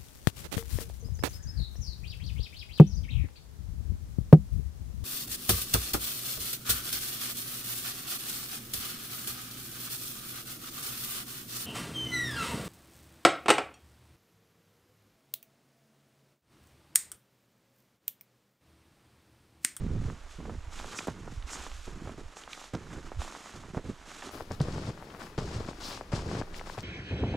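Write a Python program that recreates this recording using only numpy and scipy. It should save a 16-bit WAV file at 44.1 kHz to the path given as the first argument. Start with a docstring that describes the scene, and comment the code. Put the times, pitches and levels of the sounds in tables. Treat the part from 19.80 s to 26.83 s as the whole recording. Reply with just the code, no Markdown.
"""Snowshoes crunch through deep snow, first a little way off to the right, then close up and leaning left.
Each deck lands with a thump, the snow packs in a run of small collapses, and powder swishes and
patters off the dragged shoe. Bindings clack and nylon brushes now and then. Underneath, a hand-held
microphone rumbles and bumps over the faint hush of a quiet forest."""
import sys
import numpy as np
from scipy import signal
from scipy.fft import rfft, irfft, next_fast_len
from scipy.io import wavfile
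from scipy.ndimage import uniform_filter1d

SR = 44100
rng = np.random.default_rng(int(sys.argv[2]) if len(sys.argv) > 2 else 0)


def unload_wav(signal):
    """Save mono or channel-first audio to the path in sys.argv[1] as 16-bit WAV at rate SR, clipped to [-1, 1]."""
    wavfile.write(
        sys.argv[1],
        SR,
        np.round(np.clip(np.atleast_2d(signal).T, -1, 1) * 32767).astype(np.int16),
    )


N = 310023
TIME = np.arange(N) / SR
CLOSE_UP_S = 4.515
NEAR = TIME > CLOSE_UP_S

# Tone of the forest, handling rumble, powder (far, near) and sleeve.
# Each row: frequency in Hz, relative level in dB.
FOREST_TONE = [(30, 2), (90, -37), (450, -11), (1300, -16.5), (2600, -15.5), (7000, -24), (12000, -37)]
RUMBLE_TONE = [(16, 5.5), (30, -5.5), (55, -6.5), (80, -11.5)]
POWDER_TONE_FAR = [(710, -34), (1200, 2), (1730, -5.5), (3080, -3.5), (3540, -3.5), (4620, -7), (7020, -4),
                   (7810, -7.5), (8420, -11), (12100, -22), (14100, -32), (15500, -53)]
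POWDER_TONE_NEAR = [(710, 0), (1200, -0.5), (1820, -13), (2100, -6), (2230, -3.5), (5140, 0), (5970, -4.5),
                    (7590, -6.5), (10900, -21), (13000, -37)]
SLEEVE_TONE = [(7000, -16), (9500, 7), (12500, 2), (15500, -1)]
# Stereo width in each perspective. Each row: frequency in Hz, left-right coherence (1 is mono).
COHERENCE_FAR = [(60, 1), (290, 0.99), (1400, 1), (3100, 0.89), (6800, 0.98), (15000, 0.71)]
COHERENCE_NEAR = [(60, 1), (290, 1), (640, 1), (1400, 0.36), (3100, 0.37), (6800, 0.74), (15000, .26)]
# Panning in each perspective. Each row: frequency in Hz, left minus right in dB.
PAN_FAR = [(60, -3.5), (300, -2.5), (2400, -3), (4400, -2.5), (8100, 0), (15000, 1.5)]
PAN_NEAR = [(150, 0), (380, 1.5), (700, 4), (1300, 7), (2400, 7.5), (4400, 3.5), (8100, 1.5), (15000, 8)]
# Fader ride on the rumble of handling and moving air. Each row: time in seconds, relative level in dB.
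RUMBLE_RIDE = [(0.0, -41), (0.27, -37.5), (0.39, -49), (1.06, -44.5), (1.15, -68), (1.66, -39),
               (1.68, -54.5), (1.98, -43), (2.41, -53), (2.45, -36.5), (2.54, -67), (3.33, -47.5),
               (3.39, -36), (3.58, -73), (3.97, -46), (4.36, -63), (4.84, -43), (5.35, -62.5),
               (5.62, -45.5), (6.28, -54), (6.36, -35), (6.42, -48.5), (6.83, -44), (7.03, -54)]
# Soft knocks on the microphone's handle. Each row: time in seconds, relative level in dB, pitch in Hz.
HANDLE_BUMPS = [(.2, -25, 100), (0.786, -24.5, 61.6), (0.878, -27.5, 57.6), (1.579, -25, 65),
                (1.96, -31.5, 45), (2.456, -29, 49), (3.374, -22, 68), (3.396, -22.5, 55)]
# Nylon brushing past nylon. Each row: centre and length in seconds, level in dB, pitch in Hz.
NYLON_SWIPES = [(1.182, 0.033, -42.5, 7000), (1.735, 0.04, -43, 6900), (2.582, 0.033, -53, 6840),
                (6.056, 0.045, -43.5, 4800), (6.122, .03, -47, 4450)]
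# A sleeve sliding near the microphone. Each row: centre and length in seconds, relative level in dB.
SLEEVE_SWELLS = [(4.533, 0.13, -59), (4.743, .05, -68), (5.227, 0.04, -76), (5.433, 0.11, -68),
                 (6.087, 0.087, -57.5), (6.775, 0.023, -62), (6.93, .11, -70)]
# Bindings and frames clacking. Each row: start in seconds, relative level in dB, pitch in Hz.
BINDING_CLACKS = [(0.9902, -36, 3540), (1.188, -24, 2750), (1.1928, -28, 5060), (1.2727, -37, 10900),
                  (1.624, -38.5, 3440), (1.691, -35, 2800), (1.916, -37, 2930), (2.569, -41, 4060),
                  (2.636, -38, 4000), (2.731, -28.5, 3800), (2.95, -35, 6100), (4.422, -31, 2900),
                  (4.719, -33.5, 6607), (4.802, -34, 4260), (4.815, -29.5, 7550), (5.303, -43.5, 3000),
                  (5.579, -36, 4360), (5.587, -33, 5330), (6.743, -35.5, 2500), (6.795, -34.5, 3150),
                  (6.986, -35, 2640), (7.006, -33, 7150)]
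# A shoe or leg dragging through powder. Each row: start and length in seconds, relative level in dB,
# fade over the stroke in dB (negative swells), crumbs shed in dB against the drag.
POWDER_DRAGS = [(0.2, 0.12, -64, -1, 7), (0.476, 0.082, -57, 3.5, -18), (0.907, 0.37, -54.5, -4.5, 0.5),
                (1.507, 0.054, -55.5, 5.5, -21), (1.662, 0.2, -51, 0, 0), (1.891, .17, -59.5, -5, -23),
                (2.555, 0.067, -57, 0.5, -2.5), (2.682, .19, -54, 0, -5), (3.229, 0.069, -60.5, 3, 7),
                (3.383, 0.24, -50.5, 6.5, 1), (3.628, 0.14, -56.5, 0.5, -1), (3.799, 0.052, -62, 11, 12),
                (4.174, 0.055, -70, 0, 6.5), (4.251, 0.34, -55.5, -0.5, -1), (5.29, 0.078, -64.5, 0, 9.5),
                (5.392, 0.066, -45.5, 9, 5), (5.66, 0.083, -53, 7, -6), (5.915, 0.075, -57.5, -1, -2),
                (5.999, 0.17, -44, 2, -4), (6.319, 0.047, -43.5, -0.5, -2.5), (6.728, .05, -48, 0.5, -3),
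                (6.849, 0.16, -47, 8.5, -1.5)]
# Weight on a shoe. Each row: landing time, hold and delay to the push-off in seconds, then in dB the
# weight, the landing accent, the push-off accent, the send to deep snow and the send to loose snow.
FOOTSTEPS = [(0, .325, 0.27, -45.5, 0, 1.5, 6.5, -12), (.585, 0.19, 0.11, -54.5, 9, 13.5, -3.5, -12.5),
             (1.05, 0.21, .07, -53.5, 1, -1, -10, -12), (1.273, 0.27, .2, -53, 16.5, 2.5, -1.5, -3),
             (2.068, 0.28, 0.21, -54, 13.5, 7.5, -3.5, -1), (2.374, 0.043, .015, -47.5, 3, -1.5, -7.5, -3),
             (2.933, .356, 0.21, -53.5, 20, 11, -5, -1), (3.74, 0.18, .05, -52.5, 2.5, -0.5, -1, -0.5),
             (3.933, 0.063, 0.046, -44.5, 6, 1.5, -9, -7), (4.04, 0.078, 0.041, -47, 4.5, 0, -4, -3.5),
             (4.42, 0.074, 0.027, -49.5, -3, 2.5, -29, 5), (4.52, 0.118, 0.032, -52, 3, 4.5, -9, -2.5),
             (4.703, 0.048, .025, -45.5, 3.5, -2.5, 2, -1), (4.8, .308, 0.18, -43.5, 2.5, 2.5, -0.5, -1.5),
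             (5.577, .338, 0.17, -46, 12, 5, -2.5, -0.5), (6.317, 0.3, .23, -44.5, 10.5, 7, -2, -1.5),
             (6.976, 0.034, 0.017, -54, 8.5, -5, 4.5, 4)]
# Small lumps of crust breaking or dropping, and snow giving way under the weight.
# Each row: start in seconds, relative level in dB, pitch in Hz where the dive fades out.
CRUST_LUMPS = [(0.604, -40, 445), (.999, -32, 700), (1.13, -33, 900), (1.044, -31, 600), (1.916, -41, 700),
               (2.569, -36, 412), (2.677, -31.5, 940), (2.815, -37.5, 600), (3.418, -27, 650),
               (3.478, -33, 805), (3.524, -34, 900), (3.55, -31, 912.4), (3.774, -46, 600),
               (4.426, -33.5, 696), (4.492, -35, 490), (4.607, -27.5, 408), (5.176, -37, 750),
               (5.2248, -33, 750), (6.117, -33, 600), (6.175, -32, 700), (6.2105, -27, 450),
               (6.8123, -30, 590), (6.872, -33, 585)]
SNOW_COLLAPSES = [(0.654, -30, 387), (0.6959, -26, 290), (1.2715, -22, 179), (1.2821, -17.5, 170),
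                  (1.477, -27.5, 280), (2.077, -35, 200), (2.274, -28, 280), (2.294, -29, 250),
                  (2.38, -33, 220), (2.9362, -30.5, 250), (2.9476, -21.5, 222), (3.143, -38, 300),
                  (3.318, -25, 328), (3.947, -24, 280), (3.9702, -25, 139), (3.977, -20.5, 214),
                  (4.711, -21.5, 332), (4.806, -18.5, 173), (4.884, -26, 296), (4.981, -24, 250),
                  (5.1, -30.5, 200), (5.58, -20.5, 170), (5.589, -24, 200), (5.887, -24, 146),
                  (5.912, -30, 179), (6.3266, -21.5, 185), (6.391, -28, 330), (6.514, -21, 328),
                  (6.55, -23, 166), (6.614, -19.5, 166), (6.979, -25, 252)]
# Deck landings. Each row: start in seconds, relative level in dB, pitch in Hz, 60 dB decay in seconds.
DECK_THUMPS = [(1.281, -43, 160, 0.13), (2.951, -33.5, 170, 0.047), (3.97, -19, 141, 0.014),
               (4.8052, -21, 139, 0.066), (5.584, -24, 127, 0.02), (5.761, -28, 105, 0.058),
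               (6.335, -21.5, 108.6, 0.06)]


def from_db(db):
    """Decibels to gain."""
    return 10 ** (np.asarray(db) / 20)


def unit_rms(x):
    """Scale to rms 1."""
    return x / np.sqrt(np.mean(x ** 2) + 1e-20)


def at_hz(points, hz):
    """Read a curve on a log-frequency axis."""
    frequencies, values = np.transpose(points)
    return np.interp(np.log(hz + 1), np.log(frequencies), values)


def equalised(x, gain_at):
    """Zero-phase EQ from a function of frequency."""
    size = next_fast_len(N + 4096)
    hz = np.arange(size // 2 + 1) * SR / size
    return irfft(rfft(x, size) * gain_at(hz), size)[..., :N]


def coloured(x, tone):
    """EQ to a tone curve with steep skirts beyond its ends; rms 1."""
    curve = [(tone[0][0] / 2, -70), *tone, (tone[-1][0] * 2, -90)]
    return unit_rms(equalised(x, lambda hz: from_db(at_hz(curve, hz))))


def band(x, low_hz, high_hz):
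    """Gentle band-pass."""
    return signal.sosfilt(signal.butter(2, [low_hz, high_hz], "band", fs=SR, output="sos"), x + 1e-18)


def levelled(x, span_s):
    """Hold a texture's loudness steady over a span, keeping its grain."""
    power = uniform_filter1d(np.atleast_2d(x ** 2).mean(0), int(span_s * SR))
    return x / np.sqrt(uniform_filter1d(power, int(span_s * SR / 2)) + np.mean(power) / 100)


def flutter(depth_db, per_s):
    """A gain that wanders at random."""
    knots = rng.standard_normal(4096)
    return from_db(depth_db * np.interp(TIME * per_s, np.arange(len(knots)), knots))


def swell(centre_s, length_s):
    """A bell-shaped envelope."""
    return np.exp(-2 * np.minimum(((TIME - centre_s) / length_s) ** 2, 20))


def gate(start_s, end_s, attack_s, release_s):
    """An attack, hold and release envelope."""
    rise = 1 - np.exp(-np.maximum(TIME - start_s, 0) / attack_s)
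    return rise * np.exp(-np.clip((TIME - end_s) / release_s, 0, 20))


def grains(per_s, spread_db):
    """Random clicks, many small and a few large."""
    sizes = from_db(spread_db * np.minimum(rng.exponential(1, N), 4))
    return (rng.random(N) < per_s / SR) * sizes * rng.choice([-1, 1], N)


def add(out, start_s, sound):
    """Mix a sound in at a time."""
    start = int(start_s * SR)
    out[start:start + len(sound)] += sound[:N - start]


def widened(mid, side):
    """Mid-side stereo: mono in the bass, wider in the treble, widest close up."""
    def pair(coherence):
        alike = lambda hz: np.clip(at_hz(coherence, hz), 0, .999)
        shared = equalised(mid, lambda hz: np.sqrt((1 + alike(hz)) / 2))
        apart = equalised(side, lambda hz: np.sqrt((1 - alike(hz)) / 2))
        return np.array([shared + apart, shared - apart])
    return np.where(NEAR, pair(COHERENCE_NEAR), pair(COHERENCE_FAR))


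def panned(x, pan):
    """Lean the sound to one side, band by band."""
    return equalised(x, lambda hz: from_db(at_hz(pan, hz) * np.array([[1], [-1]]) / 2))


def forest():
    """A faint, steady bed of forest air."""
    air = 0.39 * rng.standard_normal((2, N)) + widened(*rng.standard_normal((2, N)))
    return from_db(-61) * coloured(air, FOREST_TONE)


def handling_rumble():
    """Handling and moving air put a lumpy rumble on the microphone."""
    rumble = coloured(widened(*rng.standard_normal((2, N))), RUMBLE_TONE)
    ride_db = np.interp(TIME, *np.transpose(RUMBLE_RIDE))
    return from_db(ride_db + 3) * levelled(rumble, span_s=0.13) * from_db([[-1.2], [.6]])


def handle_bumps():
    """Each bump is one slow push with a small rebound on either side."""
    out = 0
    for centre_s, db, hz in HANDLE_BUMPS:
        swing = (np.pi * hz * (TIME - centre_s)) ** 2
        out += from_db(db - 4.5) * (1 - 2 * swing) * np.exp(-np.minimum(swing, 50))
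    return out


def nylon():
    """The weave of the cloth sings in a broad band while it slides."""
    out = 0
    for centre_s, length_s, db, hz in NYLON_SWIPES:
        weave = unit_rms(band(rng.standard_normal(N), hz * 0.75, hz * 1.15))
        out += from_db(db) * swell(centre_s, length_s) * weave
    return out


def sleeve():
    """A sleeve's fine hiss, left of centre and only in the close-up."""
    hiss = coloured(rng.standard_normal((2, N)), SLEEVE_TONE) * from_db([[1], [-4]])
    swells = sum(from_db(db) * swell(centre_s, length_s) for centre_s, length_s, db in SLEEVE_SWELLS)
    return NEAR * (from_db(-73) + swells) * hiss


def bindings(t60_s=0.014):
    """Bindings and frames knock: hard, dry bursts of band-passed noise."""
    out, t = np.zeros(N), TIME[:900]
    for start_s, db, hz in BINDING_CLACKS:
        burst = rng.standard_normal(len(t)) * from_db(-60 * t / t60_s)
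        clack = band(burst, hz * 0.53, hz * 1.04)
        add(out, start_s, from_db(db - 1.5) * clack / np.abs(clack).max())
    return out


def stride_ducking(hush_share=0.48, hush_s=0.082, settle_db=6.5, settle_s=0.027):
    """The gain dips as the shoe drops, deeper before a hard landing, and again as the weight leaves."""
    dip_db = 0
    for land_s, hold_s, _, _, landing_db, *_ in FOOTSTEPS:
        lift_s = land_s + hold_s
        dip_db += hush_share * landing_db * np.exp(-np.abs(land_s - TIME) / hush_s) * (TIME < land_s)
        dip_db += settle_db * np.exp(-np.abs(lift_s - TIME) / settle_s) * (TIME > lift_s)
    return uniform_filter1d(from_db(-dip_db), size=64)


def step_pressure(jolt_s=0.029, push_s=0.075, toe_db=3.5, toe_s=0.023):
    """Each step jolts, eases and swells at the push-off: envelopes of force, deep and loose snow."""
    force = deep = loose = 0
    for land_s, hold_s, push_delay_s, weight_db, landing_db, push_db, deep_db, loose_db in FOOTSTEPS:
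        lift_s = land_s + hold_s
        jolt = np.exp(-np.minimum(np.abs(TIME - land_s) / jolt_s, 20))
        push = swell(land_s + push_delay_s, push_s)
        toe_scrape = swell(lift_s - toe_s, toe_s)
        step_db = weight_db + landing_db * jolt + push_db * push + toe_db * toe_scrape
        step = gate(land_s, lift_s, attack_s=0.0021, release_s=0.022) * from_db(step_db)
        force += step
        deep += step * from_db(deep_db)
        loose += step * from_db(loose_db)
    surge = flutter(depth_db=2.9, per_s=40)  # the snow gives way in surges
    return force * surge, deep * surge, loose


def dragging():
    """A shoe or leg ploughs through powder: envelopes of its slide and of the snow it sheds."""
    slide = shed = 0
    for start_s, length_s, db, fade_db, shed_db in POWDER_DRAGS:
        progress = np.clip((TIME - start_s) / length_s, 0, 1)
        stroke = gate(start_s, start_s + length_s, attack_s=0.016, release_s=0.032)
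        drag = stroke * from_db(db - fade_db * progress)
        slide += drag
        shed += drag * from_db(shed_db)
    return slide, shed


def snow_fader(press, drag, press_db, drag_db, rest_db, close_db):
    """Pressure, drag and the stir at rest add in power; close_db boosts (pressure, rest) close up."""
    pressed = press * from_db(press_db + NEAR * close_db[0])
    resting = from_db(rest_db + NEAR * close_db[1])
    return np.sqrt(pressed ** 2 + (drag * from_db(drag_db)) ** 2 + resting ** 2)


def powder(loose, slide):
    """Countless ice grains slide over each other and blur into a swish."""
    mid, side = [unit_rms(grains(9000 * flutter(depth_db=3, per_s=120), spread_db=2.5))
                 for _ in range(2)]
    ice = widened(mid, side) * flutter(depth_db=0.18, per_s=76)
    near = from_db(-1) * coloured(ice, POWDER_TONE_NEAR)
    far = from_db(3) * coloured(ice, POWDER_TONE_FAR)
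    fader = snow_fader(loose, slide, press_db=-15, drag_db=0.5, rest_db=-66, close_db=(8, 4.5))
    return fader * np.where(NEAR, near, far)


def snow_chirp(top_hz, low_hz, cycles=0.89):
    """One collapse through porous snow: the highs arrive first, so the pitch dives in milliseconds."""
    hz = top_hz / (1 + TIME[:2048] * top_hz / cycles)
    turns = cycles * np.log(top_hz / hz)
    attack = 1 - np.exp(-(turns / 0.64) ** 2)
    wave = np.sin(2 * np.pi * turns) * attack * np.exp(-(low_hz / hz) ** 2)
    return -wave / np.abs(wave).max()


def crunch(per_s, spread_db, top_hz, low_hz, cluster_db):
    """A clustered run of tiny collapses, diving to eight depths across the low_hz range."""
    rate = per_s / 8 * flutter(cluster_db, per_s=60)
    chirps = [snow_chirp(top_hz * rng.uniform(0.72, 1.5), hz, cycles=rng.uniform(0.74, 1.766))
              for hz in np.geomspace(*low_hz, 8)]
    return sum(signal.oaconvolve(grains(rate, spread_db), unit_rms(chirp))[:N] for chirp in chirps)


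def wide_crunch(**settings):
    """Two independent crunches as mid and side."""
    return widened(crunch(**settings), crunch(**settings))


def patter(shed):
    """Separate crumbs drop from the moving shoe."""
    drops = crunch(per_s=45, spread_db=4, top_hz=2380, low_hz=(434, 980), cluster_db=3)
    return from_db(-1) * shed * levelled(drops, span_s=0.29)


def packing(force, deep, loose, shed):
    """The sinking shoe shifts slabs, packs the snow with a hollow creak and breaks crumbs at its rim."""
    slabs = wide_crunch(per_s=200, spread_db=2, top_hz=272, low_hz=(48, 133), cluster_db=3.5)
    slabs = levelled(band(slabs, 63, 260), span_s=0.046)
    slabs *= snow_fader(deep, shed, press_db=4.5, drag_db=-40, rest_db=-72.5, close_db=(1, 17.2))

    creak = wide_crunch(per_s=800, spread_db=4.5, top_hz=912, low_hz=(138, 410), cluster_db=5)
    near = levelled(band(creak, 103, 1300), span_s=0.042)
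    far = levelled(band(creak, 98, 456), span_s=0.089)  # duller with distance
    creak = np.where(NEAR, near, far)
    creak *= snow_fader(force, shed, press_db=0, drag_db=-2, rest_db=-64.5, close_db=(0, 13))

    crumbs = wide_crunch(per_s=1000, spread_db=2, top_hz=3020, low_hz=(600, 1220), cluster_db=3.5)
    crumbs = levelled(band(crumbs, 275, 2500), span_s=0.08)
    crumbs *= snow_fader(loose, shed, press_db=-8, drag_db=-2, rest_db=-58, close_db=(0, 1.84))
    return slabs + creak + crumbs


def with_cracks(wave, tail_db, t60_s, per_s=900):
    """Smaller, brighter cracks follow a break and die away."""
    t = TIME[:len(wave)]
    cracks = rng.standard_normal(len(t)) * (rng.random(len(t)) < per_s / SR)
    decay = from_db(-60 * t / t60_s) * (t > .002)
    edge = np.gradient(wave)
    tail = signal.fftconvolve(edge / np.abs(edge).max(), cracks * decay)[:len(t)]
    return wave + from_db(tail_db) * tail


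def collapses():
    """Large collapses dive deeper the more snow gives way; small lumps of crust stay high."""
    out = np.zeros(N)
    for start_s, db, low_hz in SNOW_COLLAPSES:
        collapse = with_cracks(snow_chirp(2290, low_hz), tail_db=-9, t60_s=0.055)
        add(out, start_s, from_db(db - 4.5) * collapse)
    for start_s, db, low_hz in CRUST_LUMPS:
        lump = with_cracks(snow_chirp(2100, low_hz, cycles=1.42), tail_db=-2, t60_s=0.019)
        add(out, start_s, from_db(db - 0.5) * lump)
    return out


def deck_thumps(attack_s=0.0012):
    """The snowshoe's deck thumps on the snow, which quickly damps it."""
    out, t = np.zeros(N), TIME[:6000]
    for start_s, db, hz, t60_s in DECK_THUMPS:
        envelope = from_db(db + 8 - 60 * t / t60_s) * (1 - np.exp(-t / attack_s))
        add(out, start_s, envelope * np.sin(2 * np.pi * hz * t))
    return out


def scene():
    """Mix the walk over the forest, cutting from the far perspective to the close-up."""
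    duck = stride_ducking()
    force, deep, loose = step_pressure()
    slide, shed = dragging()
    snow = deck_thumps() + collapses() + duck * packing(force, deep, loose, shed) + patter(shed)
    swish = np.sqrt(duck) * (powder(loose, slide) + sleeve())
    gear = bindings() + nylon()
    background = handle_bumps() + duck * handling_rumble() + forest()
    mix = snow + swish + gear + background
    return np.where(NEAR, panned(mix, PAN_NEAR), panned(mix, PAN_FAR))


def record(dry):
    """A steep low-pass takes off the very top."""
    cutoff_hz = 15700
    return signal.sosfilt(signal.ellip(10, .1, 80, cutoff_hz, fs=SR, output="sos"), dry)


dry = scene()
out = record(dry)
unload_wav(out)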